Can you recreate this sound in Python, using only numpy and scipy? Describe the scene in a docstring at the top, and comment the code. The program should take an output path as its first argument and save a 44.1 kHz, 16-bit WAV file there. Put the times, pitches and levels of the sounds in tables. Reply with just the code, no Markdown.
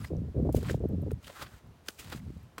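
"""Wind rumbles on a hand-held microphone as boots crunch through thin, wet slush on paving, close by.
Each step crushes ice grains and squeezes out splats of water and air; air pockets pop and drops tick
down after it. A rubber sole squeaks at the start, and heels knock on the paving near the end.
The gusts buffet the microphone hardest in the first half, over a faint outdoor background."""
import sys
import numpy as np
from scipy import signal
from scipy.fft import rfft, irfft, next_fast_len
from scipy.io import wavfile
from scipy.ndimage import uniform_filter1d

SR = 44100
rng = np.random.default_rng(int(sys.argv[2]) if len(sys.argv) > 2 else 0)


def dump_mix(stems):
    """Bounce the given channels to the path in sys.argv[1] as a 16-bit WAV at rate SR."""
    frames = np.atleast_2d(stems).T  # one column per channel
    limited = np.clip(frames, -1, 1)  # hard clip at full scale
    pcm = np.round(limited * 32767).astype(np.int16)
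    wavfile.write(sys.argv[1], SR, pcm)


N = 114660
T = np.arange(N) / SR
LOW_CUT_HZ, HIGH_CUT_HZ = 34, 16200

# Wind strength at the microphone. Each row: time in seconds, level in dB.
GUST_CURVE = [(0, -39), (.05, -37.5), (.078, -53.5), (.125, -32.5), (.2, -31.5), (.27, -37), (.3, -35.5),
              (.335, -51.5), (.372, -25.5), (.43, -28.5), (.455, -31), (.49, -28.5), (.53, -33.5),
              (.575, -29.5), (.635, -35.5), (.71, -29.5), (.77, -38), (.803, -38), (.83, -29.5), (.88, -35),
              (.945, -30.5), (1.05, -33), (1.14, -39), (1.19, -44.5), (1.218, -71), (1.243, -50.5),
              (1.28, -54), (1.36, -69), (1.42, -50), (1.47, -50.5), (1.505, -64.5), (1.55, -45.5),
              (1.605, -71), (1.645, -52), (1.705, -49.5), (1.735, -59), (1.95, -65.5), (2.03, -58),
              (2.07, -46), (2.16, -45), (2.23, -44.5), (2.28, -37.5), (2.335, -50), (2.38, -44),
              (2.405, -53.5), (2.435, -46), (2.52, -64), (2.6, -55)]
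# Tone of the wind's rumble and of its small eddies. Each row: frequency in Hz, relative level in dB.
RUMBLE_SPECTRUM = [(20, -31), (35, -26), (55, -1.5), (75, 1.5), (110, -2.5), (170, -6.5), (240, -11.5),
                   (420, -37), (800, -57.5), (2000, -100)]
EDDY_SPECTRUM = [(60, 0), (160, -14), (260, 4.5), (360, 4), (480, 2.5), (620, -8), (850, -25),
                 (1300, -36.5), (3000, -59)]
# Flurries of small eddies. Each row: start in seconds, end in seconds, level in dB.
EDDY_FLURRIES = [(0.105, .122, -35), (0.16, 0.192, -47.5), (0.235, 0.253, -49), (0.285, 0.288, -42),
                 (0.346, .36, -41), (0.364, 0.406, -36), (0.418, 0.435, -39.5), (0.45, 0.476, -31.5),
                 (0.49, 0.499, -27), (0.574, 0.586, -35), (0.623, 0.636, -43.5), (.697, 0.714, -32.5),
                 (0.776, 0.778, -38.5), (0.805, 0.813, -36.5), (.837, 0.856, -36), (0.893, 0.951, -41.5),
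                 (0.996, 0.999, -43.5), (1.026, 1.036, -41), (1.065, 1.083, -37), (2.313, 2.292, -61),
                 (2.366, 2.367, -55)]
# Single eddies hitting the microphone. Each row: start in seconds, level in dB, starting pitch in Hz.
EDDY_HITS = [(.115, -36, 385), (.135, -25.5, 393), (.152, -35.5, 480), (.171, -38, 362), (.219, -36, 324),
             (.374, -24, 350), (.402, -28.5, 397), (.430, -15, 168), (.493, -16.5, 464), (.503, -39.5, 101),
             (.548, -13, 418), (.564, -19, 111), (.632, -32.5, 430), (.746, -20.5, 473), (.753, -19.5, 138),
             (.841, -20.5, 390), (.857, -17.5, 315), (.935, -24, 267), (.984, -26.5, 250),
             (1.136, -22.5, 102), (2.150, -33, 253), (2.164, -30.5, 128), (2.305, -34, 269),
             (2.368, -33, 146)]
# Slush crushed under the sole or settling behind it.
# Each row: start in seconds, end in seconds, crunch level in dB, fizz level in dB.
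CRUSHES = [(-.05, 0.079, -60.5, -62.5), (0.548, 0.747, -56.5, -60), (1.233, 1.41, -60, -62.5),
           (1.473, 1.585, -65.5, -69), (1.874, 1.903, -58, -59.5), (1.905, 1.98, -94, -68),
           (2.019, 2.18, -55, -59.5), (2.223, 2.446, -71, -76.5)]
# Tone of the squelch and of the spray, heard close. Each row: frequency in Hz, relative level in dB.
SQUELCH_SPECTRUM = [(100, 8.5), (300, 4.5), (750, 2), (1100, 2.5), (1500, 2.5), (2300, 0), (3200, -0.5),
                    (5000, -4.5), (8000, -47), (16000, -92)]
SPRAY_SPECTRUM = [(500, -23), (1500, -32), (3000, -4.5), (5000, -2), (7500, 0), (11000, -6), (13000, -6),
                  (15500, -5.5)]
# Tone of the open air around the walker. Each row: frequency in Hz, relative level in dB.
OUTDOOR_SPECTRUM = [(25, -12), (60, -5.5), (150, -9.5), (400, -3), (1000, -9), (2000, -16), (4000, -21),
                    (8000, -27.5), (16000, -31.5)]
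# Wet rubber squeaking. Each row: start in seconds, end in seconds, level in dB, pitch in Hz.
SOLE_SQUEAKS = [(.024, .043, -63, 10400), (.012, .02, -66, 4950), (.055, .078, -63, 4980),
                (.045, .06, -68, 8600)]
# Slush bursting from under the boot. Each row: peak time, rise and fall in seconds, squelch level in dB,
# air pocket pitch in Hz, its ring in dB over the squelch, spray level in dB, mist in dB over the spray.
SLUSH_SPLATS = [(0.021, 0.017, 0.0045, -52, 1240, 17, -64, 3),
                (.048, 0.0042, 0.0037, -39, 1700, 9, -51.5, -6),
                (0.526, 0.00085, 0.0047, -70, 2530, -4, -45.5, 0.5),
                (0.554, 0.0043, 0.00071, -64, 1480, 0, -43.5, 5),
                (.567, 0.0069, 0.011, -50.5, 2750, 0, -45, -3),
                (0.629, 0.00083, 0.0044, -52, 1200, 5, -49.5, -12),
                (.652, 0.0084, 0.024, -48.5, 1120, 0, -73, 5),
                (.700, 0.017, 0.012, -42.5, 1950, -4, -50, -17),
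                (0.713, 0.0044, 0.0017, -54, 3320, 0, -46.5, -16),
                (1.109, 0.0015, 0.0042, -46, 1390, 12, -63, -11),
                (1.116, .001, .002, -60, 1490, 0, -47.5, -2),
                (1.245, 0.0023, 0.0085, -50.5, 3260, 10, -59, 3),
                (1.272, 0.0031, 0.0048, -47, 3000, -9, -50, -9),
                (1.281, 0.0023, 0.0021, -42, 1720, -8, -53, -15),
                (1.302, 0.0048, 0.0058, -43, 556, 1, -70, -6), (1.366, 0.014, 0.014, -48, 1250, 3, -59, -8),
                (1.398, 0.015, .009, -51, 1340, 6, -59, -6),
                (1.424, 0.011, 0.012, -37.5, 1110, -2.5, -45.5, -15),
                (1.468, 0.0074, .007, -49.5, 2520, -15, -67, 0),
                (1.535, 0.041, 0.04, -60.5, 1430, 22, -68, -17),
                (1.8838, 0.00036, 0.0057, -36, 1450, 11, -36.5, -7),
                (1.996, 0.0069, 0.017, -45.5, 2480, -4.5, -45, -12),
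                (2.1, .002, 0.0032, -51, 2000, -8, -50, -9),
                (2.127, 0.0051, 0.008, -35, 1310, -9.5, -46.5, -7),
                (2.582, 0.00077, 0.0055, -34.5, 1160, 1, -43.5, -13)]
# Flung drops landing. Each row: time in seconds, level in dB, pitch in Hz.
DROP_LANDINGS = [(.168, -50, 5800), (.671, -39, 8300), (.707, -38, 7750), (.716, -33, 6900),
                 (.731, -48, 5600), (.795, -54, 8000), (.889, -40, 13400), (1.018, -49, 11500),
                 (1.022, -46.5, 12500), (1.133, -48, 10200), (2.2, -50, 2080), (1.674, -54, 14000),
                 (2.431, -51, 13500)]
# Air pockets popping under the boot. Each row: peak time in seconds, level in dB, pitch in Hz.
BUBBLE_POPS = [(0.648, -40, 2580), (.671, -43, 2980), (.687, -31.5, 2240), (.698, -23.5, 1640),
               (.701, -36, 3030), (1.118, -25.5, 427), (1.424, -39, 1070), (1.8845, -65, 1390),
               (1.886, -23, 3040), (1.887, -23, 4650), (1.8855, -26, 6140), (2.125, -42, 1160),
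               (2.586, -49, 1270)]
# Heels meeting the paving. Each row: start in seconds, level in dB, starting pitch in Hz.
HEEL_STRIKES = [(1.889, -36.5, 404), (2.129, -52, 410), (2.588, -41, 385)]


def from_db(db):
    """Decibels to gain."""
    return 10 ** (np.asarray(db) / 20)


def unit_rms(x):
    """Scale to unit power."""
    return x / np.sqrt(np.mean(x ** 2) + 1e-20)


def colour(x, spectrum):
    """Causal (minimum-phase) filter with the given spectrum; unit power out."""
    size = next_fast_len(2 * N)
    hz, db = np.transpose(spectrum)
    bin_hz = np.maximum(np.arange(size // 2 + 1) * SR / size, 1)
    gain = from_db(np.interp(np.log(bin_hz), np.log(hz), db))
    cepstrum = irfft(np.log(gain), size)
    cepstrum[1:size // 2] *= 2
    cepstrum[size // 2 + 1:] = 0
    response = np.exp(rfft(cepstrum, size))
    return unit_rms(irfft(rfft(x, size) * response, size)[:N])


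def drift(rate_hz):
    """Smooth random wander of unit power."""
    pole = np.exp(-2 * np.pi * rate_hz / SR)
    wander = signal.lfilter([1], [1, -2 * pole, pole * pole], rng.standard_normal(2 * N))
    return unit_rms(wander[N:])


def steady(x, window_s):
    """Hold the level of a noise steady."""
    power = uniform_filter1d(x ** 2, int(window_s * SR))
    return x / np.sqrt(power + 0.0034)


def resonate(x, hz, q):
    """Pass a noise through one resonance; unit power out."""
    return unit_rms(signal.lfilter(*signal.iirpeak(hz, q, fs=SR), x))


def swell(start, end, rise_s, fall_s):
    """Exponential rise up to start, hold, exponential fall after end."""
    before = np.maximum(start - T, 0) / rise_s
    after = np.maximum(T - end, 0) / fall_s
    return np.exp(-np.minimum(before + after, 20))


def grains(per_second, spread_db):
    """Random snaps of ice grains, uneven in size."""
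    sizes = from_db(spread_db * np.minimum(rng.exponential(1, N), 5))
    signs = rng.choice([-1, 1], N)
    return sizes * signs * (rng.random(N) < per_second / SR)


def thumps(rows, cycles):
    """Short pressure pulses that swing once or twice, dropping in pitch as they die."""
    out = np.zeros(N)
    for start, db, hz in rows:
        turns = 2 * np.log(np.maximum(1 + (T - start) * hz / 2, 1e-3))
        envelope = np.exp(-0.5 * (turns / cycles) ** 2)
        out += from_db(db) * envelope * np.sin(2 * np.pi * turns)
    return out


def wind():
    """Gusts rumble on the microphone; small eddies grow faster than the rumble and come in clumps."""
    gust_db = np.interp(T, *np.transpose(GUST_CURVE))
    rumble = steady(colour(rng.standard_normal(N), RUMBLE_SPECTRUM), window_s=0.0203)
    rumble *= from_db(gust_db - 0.5)
    eddies = steady(colour(rng.standard_normal(N), EDDY_SPECTRUM), window_s=0.0118)
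    brisk_gust_db, eddy_growth = -25, 1.8
    eddy_db = -47 + eddy_growth * (gust_db - brisk_gust_db)
    clump_db = 15 * np.tanh(drift(rate_hz=40))
    flurries = sum(from_db(db) * swell(start, end, rise_s=0.0014, fall_s=0.0042)
                   for start, end, db in EDDY_FLURRIES)
    eddies *= np.hypot(from_db(eddy_db + clump_db), flurries)
    return rumble + eddies + thumps(EDDY_HITS, cycles=0.44)


def crush():
    """Wet grains collapse in clumps as the weight rolls over them; larger crystals snap among them."""
    crunch = colour(grains(per_second=6000, spread_db=4), SQUELCH_SPECTRUM)
    fizz = colour(grains(per_second=12000, spread_db=4), SPRAY_SPECTRUM)
    crystals = colour(grains(per_second=430, spread_db=3.5), SPRAY_SPECTRUM)
    fizz += from_db(-6.5) * crystals
    out = np.zeros(N)
    for start, end, crunch_db, fizz_db in CRUSHES:
        envelope = swell(start, end, rise_s=0.012, fall_s=0.016)
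        out += envelope * (from_db(crunch_db) * crunch + from_db(fizz_db) * fizz)
    return out * from_db(1.1 * drift(rate_hz=115))


def outdoors():
    """A faint, steady wash of open air behind the steps."""
    return from_db(-64) * colour(rng.standard_normal(N), OUTDOOR_SPECTRUM)


def squeaks():
    """The rubber sole slides on wet paving with thin, unsteady whistles."""
    rub = rng.standard_normal(N)
    out = np.zeros(N)
    for start, end, db, hz in SOLE_SQUEAKS:
        whistle = steady(resonate(rub, hz, q=60), window_s=0.016)
        out += from_db(db) * swell(start, end, rise_s=0.005, fall_s=0.005) * whistle
    return out


def splats():
    """Each burst of slush rings a pocket of trapped air and throws a spray, brighter the finer it is."""
    squelch = colour(grains(per_second=14000, spread_db=1), SQUELCH_SPECTRUM)
    spray = colour(grains(per_second=12000, spread_db=3.5), SPRAY_SPECTRUM)
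    mist_band = signal.butter(2, [9300, HIGH_CUT_HZ], "band", fs=SR, output="sos")  # the finest spray
    mist = unit_rms(signal.sosfilt(mist_band, grains(per_second=11000, spread_db=-1.5)))
    out = np.zeros(N)
    for at, rise_s, fall_s, squelch_db, pocket_hz, pocket_db, spray_db, mist_db in SLUSH_SPLATS:
        pocket = resonate(squelch, pocket_hz, q=3)
        body = steady(unit_rms(squelch + from_db(pocket_db) * pocket), window_s=0.024)
        droplets = steady(unit_rms(spray + from_db(mist_db) * mist), window_s=0.004)
        burst = from_db(squelch_db) * body + from_db(spray_db) * droplets
        out += swell(at, at, rise_s, fall_s) * burst
    return out


def drops():
    """Tiny flung drops land near the boot, each with a tick that rings briefly."""
    ring_cycles = 22  # to die away by 60 dB
    out = np.zeros(N)
    for at, db, hz in DROP_LANDINGS:
        tick = from_db(db) * (np.arange(N) == int(at * SR))
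        pole = from_db(-60 * hz / (ring_cycles * SR))
        angle = 2 * np.pi * hz / SR
        out += signal.lfilter([0, np.sin(angle)], [1, -2 * pole * np.cos(angle), pole ** 2], tick + 1e-18)
    return out


def bubbles():
    """Air pops under the boot, each bubble swelling into a ring of a few cycles."""
    rise_cycles, fall_cycles = 0.38, 1.9
    out = np.zeros(N)
    for at, db, hz in BUBBLE_POPS:
        tone = np.sin(2 * np.pi * (hz * (T - at) + rng.random()))
        out += from_db(db) * swell(at, at, rise_cycles / hz, fall_cycles / hz) * tone
    return out


def heels():
    """The heel meets the paving with a short, dull knock."""
    return thumps(HEEL_STRIKES, cycles=0.77)


def scene():
    """One hand-held microphone outdoors: boots close by, wind right on it, open air behind."""
    boots = crush() + splats() + heels() + bubbles() + squeaks() + drops()
    return (boots + wind() + outdoors())[None]


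def record(dry):
    """The recorder cuts the deepest bass and, steeply, the top."""
    low_cut = signal.butter(2, LOW_CUT_HZ, "high", fs=SR, output="sos")
    high_cut = signal.ellip(12, 0.1, 80, HIGH_CUT_HZ, fs=SR, output="sos")
    return signal.sosfilt(high_cut, signal.sosfilt(low_cut, dry))


dry = scene()
out = record(dry)
dump_mix(out)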